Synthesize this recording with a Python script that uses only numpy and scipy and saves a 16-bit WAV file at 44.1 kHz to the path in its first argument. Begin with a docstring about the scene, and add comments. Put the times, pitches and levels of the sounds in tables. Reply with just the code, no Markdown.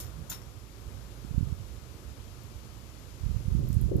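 """A steel clack and rattle, then a louder one: the rod and catch plate of a caulking gun, handled at a door
in a brick porch. Later its trigger ticks faintly as the gun is pressed to the frame. Distant traffic
rumbles under a steady hiss. Two gusts buffet the stereo microphone, mostly its right port; the second
reaches the left port too."""
import sys
import numpy as np
from scipy import signal
from scipy.fft import rfft, irfft, next_fast_len
from scipy.io import wavfile
from scipy.ndimage import uniform_filter1d, map_coordinates

SR = 44100
rng = np.random.default_rng(int(sys.argv[2]) if len(sys.argv) > 2 else 0)


def waveform_to_disk(signal):
    """Save audio, clipped to [-1, 1], as 16-bit WAV at the path in sys.argv[1]."""
    frames = np.transpose(np.atleast_2d(signal))
    scaled = np.clip(frames, -1, 1) * 32767
    samples = np.round(scaled).astype(np.int16)
    wavfile.write(sys.argv[1], SR, samples)


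N = 176400


def amp(db):
    """Decibels as a gain."""
    return 10 ** (np.asarray(db) / 20)


def along(points, hz):
    """Each column of (f/Hz, value, ..) points, interpolated on a log frequency axis."""
    f, *cols = np.transpose(points)
    return np.array([np.interp(np.log(hz + 1), np.log(f + 1), c) for c in cols])


def level(points):
    """Gain per sample from (t/s, level/dB) points."""
    return amp(np.interp(np.arange(N) / SR, *np.transpose(points)))


def unit(x, axis=None):
    """x scaled to rms 1."""
    return x / np.sqrt(np.mean(x ** 2, axis=axis, keepdims=True) + 1e-20)


def pan(db):
    """Stereo gains with the left db above the right."""
    return amp([[db / 2], [-db / 2]])


def filtered(x, response):
    """x through a frequency response."""
    m = next_fast_len(N + SR // 2)
    return irfft(rfft(x, m) * response(np.fft.rfftfreq(m, 1 / SR)), m)[..., :N]


def noise(colour):
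    """Unrelated left and right noise of the given colour, rms 1 overall."""
    return unit(filtered(rng.standard_normal((2, N)), lambda hz: amp(along(colour, hz))))


def wobble(db, per_s):
    """A gain that sways smoothly at random by about db."""
    knots = rng.standard_normal(int(N * per_s / SR) + 4)
    return amp(db * map_coordinates(knots, [np.arange(N) * per_s / SR]))


def burst(t, attack, t60):
    """A quick rise and an exponential decay, times in seconds."""
    return (1 - np.exp(-t / attack)) * amp(-60 * t / t60)


def add(out, s, sound):
    """Mix a sound in at time s."""
    part = out[:, max(round(s * SR), 0):][:, :sound.shape[-1]]
    part += sound[..., :part.shape[-1]]


# colour of the far street: f/Hz, relative left/dB, relative right/dB
TRAFFIC_COLOUR = [(22, -40, -20), (39, -3.5, -9.5), (55, -11, 3), (85.5, -25, -0.5), (115, -17, -0.5),
                  (159.6, -27, -12.5), (242, -25, -15), (386, -19.5, -22.5), (502, -21.5, -27.5),
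                  (777, -27, -37), (1227, -26, -35.5), (1940, -35.5, -49.5), (4960, -42, -52.5)]
# its strength at the porch: t/s, level/dB
TRAFFIC_LEVEL = [(0, -41.5), (.6, -44.5), (1.2, -43), (2, -44.5), (3, -44), (4, -45)]
# how closely it moves in step at the two microphone ports: f/Hz, correlation
TRAFFIC_CORRELATION = [(60, 0.96), (130, 0.91), (300, 0.83), (700, 0.44), (1400, 0.1)]
def traffic():
    """A distant traffic rumble whose bass moves in step at both ports but is much louder on the right."""
    def mid_side_gains(hz):
        angle = np.arccos(np.clip(along(TRAFFIC_CORRELATION, hz)[0], -1, 1)) / 2
        return np.array([np.cos(angle), np.sin(angle)])

    mid, side = filtered(rng.standard_normal((2, N)), mid_side_gains)
    rumble = filtered(np.array([mid + side, mid - side]), lambda hz: amp(along(TRAFFIC_COLOUR, hz)))
    return unit(rumble) * level(TRAFFIC_LEVEL) * wobble(db=.6, per_s=5.57)


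# colour of the outdoor hiss: f/Hz, relative left/dB, relative right/dB
HISS_COLOUR = [(300, -39, -2), (1230, -5, -5), (2360, 2, -11.5), (4700, 2, -11.5), (7620, 0.5, -16),
               (8360, -11.5, -15), (9440, -9.5, -6), (11600, -2, -12.5), (13500, -13, -8.5),
               (14500, -31, -37.5)]
# its strength at the microphone: t/s, level/dB
HISS_LEVEL = [(0, -59.5), (1.3, -58.5), (2.2, -58), (2.9, -57.5), (3.45, -56.5), (4, -59.5)]
def hiss():
    """Smooth outdoor hiss around the porch, stronger on the left."""
    return noise(HISS_COLOUR) * level(HISS_LEVEL) * wobble(db=.35, per_s=4.75)


# wind strength at each port: t/s, level/dB
WIND_LEFT = [(0, -83), (3.1, -59), (3.34, -58), (3.41, -45), (3.52, -45), (3.62, -36.5), (3.7, -43),
             (3.78, -43.5), (3.87, -40.5), (3.92, -35.5), (4, -33)]
WIND_RIGHT = [(0, -67), (1.15, -54), (1.25, -36.5), (1.4, -31), (1.53, -31.5), (1.6, -35.5), (1.85, -58),
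              (3.198, -57), (3.213, -31), (3.31, -26), (3.44, -34.5), (3.515, -28), (3.57, -21),
              (3.65, -25.5), (3.71, -24.5), (3.87, -21), (3.925, -28.5), (4, -20)]
# colour of the buffeting: f/Hz, relative left/dB, relative right/dB
BUFFET_COLOUR = [(20.1, 3, -26.5), (35.8, -3, 3.5), (59, -25, 2.5), (111, 14, -1.5), (192, -4, -13),
                 (299, -8, -29.5), (440, -28, -43.5), (676, -41, -52), (1500, -69, -78)]
def wind():
    """Gusts right on the microphone: lumpy turbulence, separate at each port, with flutter on the left."""
    strength = np.array([level(WIND_LEFT), level(WIND_RIGHT)])
    lumps = np.array([wobble(db=1.5, per_s=40) for _ in range(2)])
    gusts = unit(noise(BUFFET_COLOUR) * lumps, axis=1) * strength
    gusts[0] += flutter(strength[0]) * lumps[0]
    return gusts


# colour of air fluttering across the left port: f/Hz, relative level/dB
FLUTTER_COLOUR = [(200, -20), (300, -2), (385, 0.5), (430, -13), (480, -7), (600, -15.5), (800, -28.5),
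                  (1200, -43), (2500, -75)]
# puffs that drive it: t/s, boost/dB (scaled by the puff's envelope), length/s
PUFFS = [(3.669, 8, .012), (3.836, 7, .012), (3.882, 12.5, .014), (3.914, 14.5, 0.014), (3.956, 5, 0.0082)]
def flutter(strength, attack_s=.0014):
    """In strong wind the air across the left port flutters, in puffs."""
    t, boost_db = np.arange(N) / SR, np.zeros(N)
    for s, db, length in PUFFS:
        age = np.maximum(t - s, 0)
        boost_db += db * (1 - np.exp(-age / attack_s)) * np.exp(-(age / length) ** 2)
    drive = (strength / amp(-34.5)) ** 2.3  # grows 2.3 dB per dB of wind
    return noise(FLUTTER_COLOUR)[0] * drive * amp(-36 + boost_db)


# the strongest eddies: t/s, peak push ahead of the port/dB, width/s
EDDIES = [(1.249, -26.5, 0.0013), (1.3123, -19.5, 0.0028), (1.346, -23, 0.002), (1.3811, -10.5, 0.0019),
          (1.41, -16, 0.0017), (1.431, -18.5, 0.0016), (1.473, -18.5, 0.0023), (1.527, -16.5, 0.0024),
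          (3.234, -23.5, 0.0034), (3.2653, -16, 0.003), (3.2988, -19.5, 0.0026), (3.366, -17.5, 0.0024),
          (3.4835, -16, 0.0021), (3.5514, -12, 0.0016), (3.583, -20.5, 0.0036), (3.606, -17, 0.0016),
          (3.704, -18, 0.0015), (3.768, -16.5, 0.0022), (3.7922, -22.5, 0.0014), (3.8157, -19.5, 0.0013),
          (3.861, -20, 0.0026), (3.9572, -14, 0.0016)]
def eddies(low_hz=39.3, high_hz=362):
    """A passing eddy pushes and then sucks at the right port, which rebounds with a thump."""
    t, push = np.arange(N) / SR, np.zeros(N)
    for s, db, width in EDDIES:
        passage = np.clip((t - s) / width, -20, 20)
        push -= 2 * amp(db) * np.tanh(passage) / np.cosh(passage)
    port_band = lambda hz: 1j * hz / (1j * hz + low_hz) / np.hypot(1, (hz / high_hz) ** 4)
    return np.array([np.zeros(N), filtered(push, port_band)])


# decay between the brick walls: f/Hz, t60/s
PORCH_DECAY = [(1000, 0.3), (6000, .19), (12000, 0.2)]
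def porch(x, build_up_s=.0029):
    """The walls around the microphone answer with a short tail whose treble dies first."""
    hz, t, spectrum = signal.stft(rng.standard_normal((2, SR // 2)), SR, nperseg=128)
    decay = burst(t, build_up_s, along(PORCH_DECAY, hz).T)
    tail = signal.istft(spectrum * decay, SR, nperseg=128)[1]
    tail /= np.linalg.norm(tail[0])
    return amp(-4) * pan(db=2.5) * signal.fftconvolve(x, tail, axes=1)[:, :N]


def bump(at_s=.198, width_s=.04, hz=158):
    """A soft, dull bump to the right, swelling and fading before the second clack."""
    t = np.arange(N) / SR - at_s
    return amp(-46) * pan(db=-15) * np.exp(-(t / width_s) ** 2) * np.sin(2 * np.pi * hz * t)


# ticks of the trigger: t/s, level/dB, t60/s, centre f/Hz, width/octaves
TRIGGER_TICKS = [(2.436, -49, .015, 13500, .3), (3.687, -40, 0.014, 12300, .16),
                 (3.7295, -34.5, 0.0067, 8500, 1), (3.7412, -44.5, .025, 10800, .35),
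                 (3.8133, -37, 0.014, 11800, 0.2), (3.967, -41.5, .013, 12500, 0.47)]
def ticks(attack_s=.00029):
    """Tiny bright snaps of the trigger under load, just right of centre."""
    out, t = np.zeros((2, N)), np.arange(SR // 10) / SR
    for s, db, t60, centre_hz, octaves in TRIGGER_TICKS:
        band = lambda hz: 1 / (1 + (np.log2((hz + 1) / centre_hz) / octaves) ** 2)
        snap = unit(filtered(rng.standard_normal((2, N)), band))[:, :len(t)]
        add(out, s, amp(db) * pan(db=-1.5) * snap * burst(t, attack_s, t60))
    return out


def steel_mode(t, hz, t60, pan_db, attack_s=.0015, blur_rad=.85, blur_per_s=130):
    """One ringing mode of the gun; its loose parts chatter against each other and blur the phase."""
    knots = np.arange(len(t) // 100) / blur_per_s
    start_phase = 2 * np.pi * rng.random((2, 1))
    blur = blur_rad * np.interp(t, knots, rng.standard_normal(len(knots)))
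    return pan(pan_db) * burst(t, attack_s, t60) * np.sin(2 * np.pi * hz * t + start_phase + blur)


# contacts of rod and catch plate: t/s, plate gain/dB, rod gain/dB, scrape gain/dB, knock gain/dB
CONTACTS = [(.001, -34, -58, -34, -51), (.009, -47, -52, -36.5, -51), (.025, -46, -58, -47, -52),
            (0.044, -49, -61, -53, -50.5), (.066, -50, -64, -53, -53), (0.2961, -37, -66, -48, -64),
            (0.299, -23, -51, -32.5, -63), (0.3064, -42, -51, -38, -52), (0.3124, -41, -52, -37, -46),
            (0.318, -44, -50, -41, -36), (0.325, -44, -52, -35, -42), (.333, -50, -47, -48, -51),
            (.344, -54, -55, -58, -49), (0.4163, -57, -58, -60, -54)]
# modes of the steel catch plate: f/Hz, relative level/dB, t60/s, left over right/dB
PLATE_MODES = [(6300, -13.5, 0.031, 10), (6500, -18, 0.025, 14), (6950, -14, 0.018, 13),
               (7110, -3.5, 0.019, 12), (7195, -6.5, 0.023, 13), (7350, -9.5, 0.029, 10),
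               (13600, -11, .04, -2), (14080, -9, .045, 0), (14300, -8.5, .045, 0)]
# colours of the rod's scrape and the frame's knock: f/Hz, relative left/dB, relative right/dB
SCRAPE_COLOUR = [(1500, -3, -28), (3060, -3.5, -4), (4900, 0.5, -0.5), (6200, 8, -3), (8000, -3.5, -3),
                 (9150, 1, 3), (12500, 4, 3), (14300, 3, 3)]
KNOCK_COLOUR = [(150, 0, -5), (650, -2, 0.5), (1000, 1, 7.5), (1740, 3, -10), (2490, -4, -9),
                (4160, 1.5, -16), (7900, -34, -39)]
def clacks(attack_s=.00023):
    """The gun at the door: every contact rings plate and rod, scrapes the rod and knocks the frame."""
    out, t = np.zeros((2, N)), np.arange(SR // 4) / SR
    scrapes, knocks = noise(SCRAPE_COLOUR), noise(KNOCK_COLOUR)
    for s, plate_db, rod_db, scrape_db, knock_db in CONTACTS:
        plate = sum(amp(db + rng.normal(0, 1.4)) * steel_mode(t, hz, t60, pan_db)
                    for hz, db, t60, pan_db in PLATE_MODES)
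        rod = steel_mode(t, hz=5440, t60=.075, pan_db=8.5)
        piece = rng.integers(N - len(t)) + np.arange(len(t))
        scrape = scrapes[:, piece] * burst(t, attack_s, t60=.045)
        knock = knocks[:, piece] * burst(t, attack_s, t60=.035)
        ring = amp(plate_db) * plate + amp(rod_db) * rod
        add(out, s, ring + amp(scrape_db) * scrape + amp(knock_db) * knock)
    return out


def scene():
    """The gun in the porch, the street behind it and the wind on the microphone."""
    rattle, trigger = clacks(), ticks()
    walls = porch(rattle + amp(-3) * trigger)
    return traffic() + hiss() + wind() + eddies() + walls + bump() + trigger + rattle


def record(dry, duck_above_hz=1200, duck_from_db=-28, window_s=.023, low_cut_hz=40, top_hz=14600):
    """The recorder ducks the left treble when wind loads that port, and cuts deep bass and the very top."""
    bass = filtered(dry[0], lambda hz: 1 / (1 + (hz / duck_above_hz) ** 2) ** 2)
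    treble = dry[0] - bass
    load = np.abs(uniform_filter1d(bass ** 2, int(window_s * SR))) / amp(duck_from_db) ** 2
    left = bass + treble / np.sqrt(1 + load)
    passband = lambda hz: (hz < top_hz) * hz ** 2 / np.hypot(hz ** 2, low_cut_hz ** 2)
    return filtered(np.array([left, dry[1]]), passband)


dry = scene()
out = record(dry)
waveform_to_disk(out)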